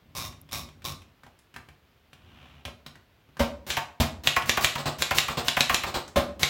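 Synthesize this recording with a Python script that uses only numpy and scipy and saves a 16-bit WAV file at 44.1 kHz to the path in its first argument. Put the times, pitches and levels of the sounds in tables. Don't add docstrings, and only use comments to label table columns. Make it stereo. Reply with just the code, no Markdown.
import sys
import numpy as np
from scipy import signal
from scipy.fft import rfft, irfft
from scipy.io import wavfile

SR = 44100
rng = np.random.default_rng(int(sys.argv[2]) if len(sys.argv) > 2 else 0)


def generate_wav(signal):
    frames = np.transpose(np.atleast_2d(signal))
    scaled = np.clip(frames, -1, 1) * 32767
    pcm = np.round(scaled).astype(np.int16)
    wavfile.write(sys.argv[1], SR, pcm)


N = 286209
T = np.arange(SR // 3) / SR

# start t/s, length/s, level/dB, opening rate/teeth per s, rise/s
TWISTS = [(.151, .13, -28.5, 132, 0.023), (0.513, 0.12, -30, 122, .002), (0.8435, .08, -28.5, 130, .002)]
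# typebar hit t/s, hit level/dB, linkage level/dB, fall-back delay/s, landing level/dB
LETTERS = [(3.703, -24, -37.5, 0.064, -18.5), (4.2732, -10.5, -36, .089, -15),
           (4.495, -11, -36, 0.076, -17.5), (4.6457, -9, -29.5, 0.107, -23.5),
           (5.022, -12, -35.5, 0.0854, -17), (5.1847, -10.5, -29, 0.096, -22.5),
           (5.4834, -12, -36.5, .083, -17.5), (5.6072, -10, -36, 0.087, -16),
           (5.7448, -10.5, -35.5, 0.089, -22.5), (6.4314, -9, -34.5, .09, -19)]
# t/s, level/dB
SPACE_RELEASES = [(4.856, -26), (5.371, -26.5), (5.941, -26)]
# t/s, level/dB
SHIFT_LIFTS = [(3.393, -15.5), (6.158, -13)]
# t/s, level/dB
SHIFT_DROP = (4.0, -18.5)
# t/s, level/dB, f/Hz of the fitting
FITTING_KNOCKS = [(1.234, -50, 1700), (1.265, -48.5, 780), (1.39, -60.5, 10000), (1.541, -47.5, 2200),
                  (1.562, -38.5, 1900), (1.687, -50.5, 2410), (2.131, -50, 3380), (2.652, -34.5, 3030),
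                  (2.68, -39, 560), (2.863, -40.5, 4000), (2.955, -49.5, 1530), (3.288, -54.5, 278),
                  (3.369, -43.5, 1600), (4.422, -35, 2800), (6.079, -46, 6930)]
# t/s, level/dB
PAPER_SNAP = (0.415, -42)
# start t/s, length/s, level/dB
HANDS_ON = (0, .98, -54.5)

# f/Hz, level/dB
SLAP_SPECTRUM = [(60, -6.5), (400, -10.5), (900, -9.5), (1600, -3.5), (3800, 0.5), (5000, -9), (7300, -9.5),
                 (9000, -20), (12000, -17), (16000, -30)]
REST_SPECTRUM = [(60, 0.5), (350, -8.5), (700, -3), (1100, -2), (2800, -4), (4200, -15.5), (7500, -22.5),
                 (9500, -28.5), (15000, -22.5)]
LINKAGE_SPECTRUM = [(60, 9.5), (350, 1.5), (1000, -1), (3800, -1), (6500, -4.5), (9500, -11), (15000, -6)]
SPACE_SPECTRUM = [(60, 3.5), (350, 1), (600, 1), (1100, 1), (1900, -6.5), (4300, -4), (6000, -15.5),
                  (8000, -12), (9800, -26), (14000, -19.5)]
CARRIAGE_SPECTRUM = [(60, 3), (230, 7), (350, -1), (700, 1.5), (1400, -2), (2000, -5.5), (3700, -6),
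                     (6000, -15), (9500, -21.5), (13000, -20)]
PAWL_SPECTRUM = [(100, 3), (400, -6.5), (1100, -2), (1700, -9.5), (2400, -0.5), (3000, -7), (4400, -5.5),
                 (5500, -3), (8500, -11), (13000, -9)]
TOUCH_SPECTRUM = [(60, 3.5), (200, 7.5), (400, 0.5), (1500, 2.5), (3400, -2.5), (5500, -7), (9500, -13),
                  (12500, -15.5)]
PAPER_SPECTRUM = [(100, -25), (8000, -17), (12000, 8), (16000, -14)]
RACK_SPECTRUM = [(80, 12), (400, -4), (900, 1.5), (2000, -1.5), (3000, 4), (4500, -11.5), (10000, -27.5)]
RUMBLE_SPECTRUM = [(25, -20), (75, 4), (140, -4.5), (280, -9), (600, -24), (3000, -48)]
AIR_SPECTRUM = [(25, -9.5), (70, 3), (200, -8), (1000, -15), (3200, -18), (9000, -37), (15000, -29.5)]

# f/Hz, level/dB, t60/s
REST_MODES = [(1037, -2.5, 0.066), (1610, -1, 0.013)]
# f/Hz, level/dB, t60/s
STOP_MODES = [(68, -1, .13), (185, -8, .09), (235, -6, .09), (562, 7.5, .06)]
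# f/Hz, level/dB, t60/s
DROP_MODES = [(66.36, -4.5, .15), (85.64, 0, 0.145), (138, -3.5, 0.068), (225, -6.5, 0.116)]
# f/Hz, width/Hz, boost/dB
FRAME_RESONANCES = [(68.5, 5.33, -1.5), (81.5, 8.3, -1), (143.2, 12.3, -3), (200.6, 58, -6), (575, 14, 3.5),
                    (720.5, 35.1, -0.5), (1065, 27, -1)]
# f/Hz, width/Hz, boost/dB
WHEEL_RESONANCES = [(1100, 130, 2), (3740, 260, 11), (5400, 500, -3)]
# f/Hz, t60/s
ROOM_DECAY = [(60, 0.49), (400, 0.48), (1100, 0.4), (3000, 0.3065), (7700, 0.32), (15000, 0.19)]
# f/Hz, side gain level/dB
SIDE_GAIN = [(60, -15.5), (150, -19), (300, -10.5), (600, -10), (1300, -3), (2700, -3), (5000, 0),
             (15000, 0.5)]

AIR_DB, EDGE_HZ = -62.5, 16200
TWIST_SLOWING, TWIST_FADE_DB = 0.22, -13.5
LET_GO_S, GRIP_S, KNOB_DB, KNOB_HZ = 0.175, 0.023, -53, 2980
PLATEN_ROLL_DB, ROLL_RISE_S, ROLL_T60_S = -43.5, 0.035, 0.31
PUSH_S, PUSH_LENGTH_S, PUSH_ROLL_DB = 2.15, 0.47, -55
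SLIDE_DB, SLIDE_TEETH_PER_S = -50, 72
SLIDE_PEAK, SLIDE_START_DB, SLIDE_END_DB = 0.58, -12, -7.5
KEY_TRAVEL_S = 0.0375
HARD_DB, SOFT_DB = -12, -28
LANDING_TILT_DB = 0.6
SPACE_HELD_S, SPACE_PRESS_DB = 0.076, -6.5
FITTING_HZ, FITTING_TILT_DB = 2200, 0.96
THUD_DB, THUD_T60_S = -10.5, 0.28


def amp(db):
    return 10 ** (np.asarray(db) / 20)


def read(points, hz):
    f, value = np.transpose(points)
    return np.interp(np.log(hz + 1), np.log(f), value)


def add(mix, s, sound):
    part = mix[:, max(round(s * SR), 0):][:, :sound.shape[1]]
    part += sound[:, :part.shape[1]]


def fade(t60, t=T):
    return np.exp(-np.log(1000) * t / t60)


def clatter(shape):
    noise = rng.standard_normal((2, len(shape))) * shape
    return noise * np.linalg.norm(shape) / np.linalg.norm(noise, axis=1, keepdims=True)


def colour(x, spectrum, tilt_db=0, size=2048):
    hz = abs(np.fft.fftfreq(size, 1 / SR))
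    gain = amp(read(spectrum, hz) + tilt_db * np.log2(np.clip(hz, 100, 8000)))
    gain = gain / np.sqrt(np.mean(gain ** 2))
    response = np.exp(signal.hilbert(np.log(gain)).conj())
    taps = np.fft.ifft(response).real[:size // 2]
    return signal.fftconvolve(x, taps[None], axes=1)[:, :x.shape[1]]


def resonate(x, modes):
    rings = 0
    for hz, width, db in modes:
        decay = np.exp(-np.pi * width * T)
        rings = rings + amp(db) * 2 * np.pi * width / SR * decay * np.cos(2 * np.pi * hz * T)
    return x + signal.fftconvolve(x, rings[None], axes=1)[:, :x.shape[1]]


def ring(modes, pitch=1, rise=0.00744):
    mid = sum(amp(db) * fade(t60) * np.sin(2 * np.pi * hz * pitch * T) for hz, db, t60 in modes)
    return np.array([mid * (1 - fade(rise)), 0 * mid])


def ratchet(rows, spectrum, tooth_t60, uneven_db):
    s, rate, db = np.transpose(rows)
    t = np.arange(s[0], s[-1], 1 / SR)
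    teeth = np.floor(np.cumsum(np.interp(t, s, rate)) / SR)
    out = np.zeros((2, N))
    for at in t[np.diff(teeth, prepend=-1) > 0]:
        size = amp(np.interp(at, s, db) + uneven_db * rng.standard_normal())
        add(out, at, size * clatter(fade(tooth_t60)[:SR // 20]))
    return colour(out, spectrum)


def still_air():
    return amp(AIR_DB) * colour(clatter(np.ones(N)), AIR_SPECTRUM)


def rolling(start, length, db):
    t = np.arange(N) / SR - start
    return amp(db) * np.clip(t / ROLL_RISE_S, 0, 1) * fade(ROLL_T60_S, np.maximum(t - length, 0))


def rumble():
    level = rolling(*HANDS_ON) + rolling(PUSH_S, PUSH_LENGTH_S, PUSH_ROLL_DB)
    for start, length, *_ in TWISTS:
        level = level + rolling(start, length, PLATEN_ROLL_DB)
    return amp(-7) * colour(clatter(level), RUMBLE_SPECTRUM)


def room(x, gap_s=0.0033, thin_hz=110):
    hz, t, z = signal.stft(rng.standard_normal((2, SR // 2)), SR, nperseg=256)
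    tail = signal.istft(z * fade(read(ROOM_DECAY, hz)[:, None], t), SR, nperseg=256)[1]
    after_gap = np.maximum(np.arange(tail.shape[1]) / SR - gap_s, 0)
    tail = tail * (1 - fade(0.014, after_gap))
    tail = signal.lfilter(*signal.butter(1, thin_hz, "high", fs=SR), tail)
    return signal.fftconvolve(x[:1], tail / np.linalg.norm(tail[0]), axes=1)[:, :N]


def twist(start, length, db, rate, rise):
    u = np.linspace(0, 1, 30)
    swell_db = -8 * np.maximum(1 - u * length / rise, 0)
    level_db = db + swell_db + TWIST_FADE_DB * u ** 2
    return np.transpose([start + u * length, rate * (1 - TWIST_SLOWING * u), level_db])


def platen_clicks():
    clicks = sum(ratchet(twist(*row), PAWL_SPECTRUM, tooth_t60=0.0354, uneven_db=2) for row in TWISTS)
    return amp(-3) * resonate(clicks, WHEEL_RESONANCES)


def handling(width=0.35, boost_db=5):
    let_go = [start + LET_GO_S for start, *_ in TWISTS]
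    grip_again = [start - GRIP_S for start, *_ in TWISTS[1:]]
    knob_ticks = [(s, KNOB_DB, KNOB_HZ) for s in let_go + grip_again]
    out = np.zeros((2, N))
    for s, db, hz in FITTING_KNOCKS + knob_ticks:
        tilt_db = FITTING_TILT_DB * np.log2(hz / FITTING_HZ)
        shape = fade(0.043) + amp(-11.5) * fade(0.136)
        knock = colour(clatter(shape), TOUCH_SPECTRUM, tilt_db)
        thud = colour(clatter(fade(THUD_T60_S)), RUMBLE_SPECTRUM)
        add(out, s, amp(db - 3) * resonate(knock, [(hz, width * hz, boost_db)]))
        add(out, s, amp(db + THUD_DB) * thud)
    return out


def paper_snap():
    out = np.zeros((2, N))
    s, db = PAPER_SNAP
    add(out, s, amp(db) * colour(clatter(fade(0.0095)), PAPER_SPECTRUM))
    return out


def push():
    shape = (0, SLIDE_START_DB), (SLIDE_PEAK, 0), (1, SLIDE_END_DB)
    return [(PUSH_S + u * PUSH_LENGTH_S, SLIDE_TEETH_PER_S, SLIDE_DB + db) for u, db in shape]


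def carriage_slide():
    return amp(-1) * ratchet(push(), RACK_SPECTRUM, tooth_t60=0.071, uneven_db=1.5)


def shift(travel_s=0.0096):
    out = np.zeros((2, N))
    jolt = (1 - fade(0.016)) * fade(0.17)
    for s, db in SHIFT_LIFTS:
        add(out, s, amp(db - 7) * colour(clatter(jolt), CARRIAGE_SPECTRUM))
        stop = colour(clatter(jolt), CARRIAGE_SPECTRUM, tilt_db=-1)
        add(out, s + travel_s, amp(db - 7) * (ring(STOP_MODES) + amp(-1) * stop))
    s, db = SHIFT_DROP
    drop = colour(clatter(jolt), CARRIAGE_SPECTRUM, tilt_db=0.97)
    add(out, s, amp(db) * (drop - ring(DROP_MODES)))
    return out


def letters(rebound_s=0.0052, rebound_db=-8, crack=3.7, shiver_db=-19):
    out = np.zeros((2, N))
    late = T - KEY_TRAVEL_S
    nearing = 0.64 + 0.3 * fade(0.0093) + 1.25 * fade(0.0578, abs(late))
    swing = (1 - fade(0.0048)) * fade(0.0636, np.maximum(late, 0)) * nearing
    for hit, db, linkage_db, *_ in LETTERS:
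        tilt_db = 0.167 * (linkage_db + 34.5)
        rattle = colour(clatter(swing), LINKAGE_SPECTRUM, tilt_db)
        add(out, hit - KEY_TRAVEL_S, amp(linkage_db + 0.5) * rattle)

        hard = np.clip((db - SOFT_DB) / (HARD_DB - SOFT_DB), 0, 1)
        slap = clatter(hard * fade(0.01708) + (1 - hard) * fade(0.21) + amp(shiver_db) * fade(0.36))
        slap[0, 0] += crack * hard
        rebound = amp(rebound_db) * hard * clatter(fade(0.023))
        add(slap, rebound_s * rng.uniform(0.9, 1.15), rebound)
        add(out, hit, amp(db - 1.5) * colour(slap, SLAP_SPECTRUM))
    return out


def bend(x, lag_s, knee_hz):
    hz = np.fft.rfftfreq(x.shape[1], 1 / SR)
    delay = lag_s * knee_hz / np.maximum(hz, knee_hz)
    phase = 2 * np.pi * np.cumsum(delay) * hz[1]
    return irfft(rfft(x) * np.exp(-1j * phase), x.shape[1])


def returns(bounce_s=0.0077, bounce_db=-7):
    out = np.zeros((2, N))
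    for hit, _, _, fall_s, db in LETTERS:
        knock = clatter((1 - fade(0.0071)) * (fade(0.031) + amp(-12) * fade(0.14)))
        add(knock, bounce_s * rng.uniform(0.64, 1.4), amp(bounce_db) * clatter(fade(0.044)))
        pitch = rng.uniform(0.88, 1.12)
        clack = colour(knock, REST_SPECTRUM, LANDING_TILT_DB) + amp(-1.5) * ring(REST_MODES, pitch)
        add(out, hit + fall_s, amp(db) * bend(clack, lag_s=0.005055, knee_hz=704.8))
    return out


def spaces():
    out = np.zeros((2, N))
    chatter = (1 - fade(0.00325)) * fade(0.13, np.maximum(T - 0.025, 0))
    for s, db in SPACE_RELEASES:
        for at, stroke_db in (s - SPACE_HELD_S, db + SPACE_PRESS_DB), (s, db):
            add(out, at, amp(stroke_db - 2.5) * colour(clatter(chatter), SPACE_SPECTRUM))
    return out


def scene():
    contacts = rumble() + platen_clicks() + handling() + carriage_slide()
    contacts = contacts + shift() + letters() + returns() + spaces()
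    machine = resonate(contacts, FRAME_RESONANCES)
    mid, side = amp(0.5) * machine + amp(-5.5) * room(machine) + still_air() + paper_snap()
    side = irfft(rfft(side) * amp(read(SIDE_GAIN, np.fft.rfftfreq(N, 1 / SR))), N)
    return np.array([mid + side, mid - side])


def record(dry):
    dry = signal.sosfilt(signal.butter(2, 48, "high", fs=SR, output="sos"), dry)
    low_pass = signal.firwin(301, EDGE_HZ, window=("kaiser", 8), fs=SR)
    return signal.oaconvolve(np.clip(dry, -1, 1), low_pass[None], "same", axes=1)


dry = scene()
out = record(dry)
generate_wav(out)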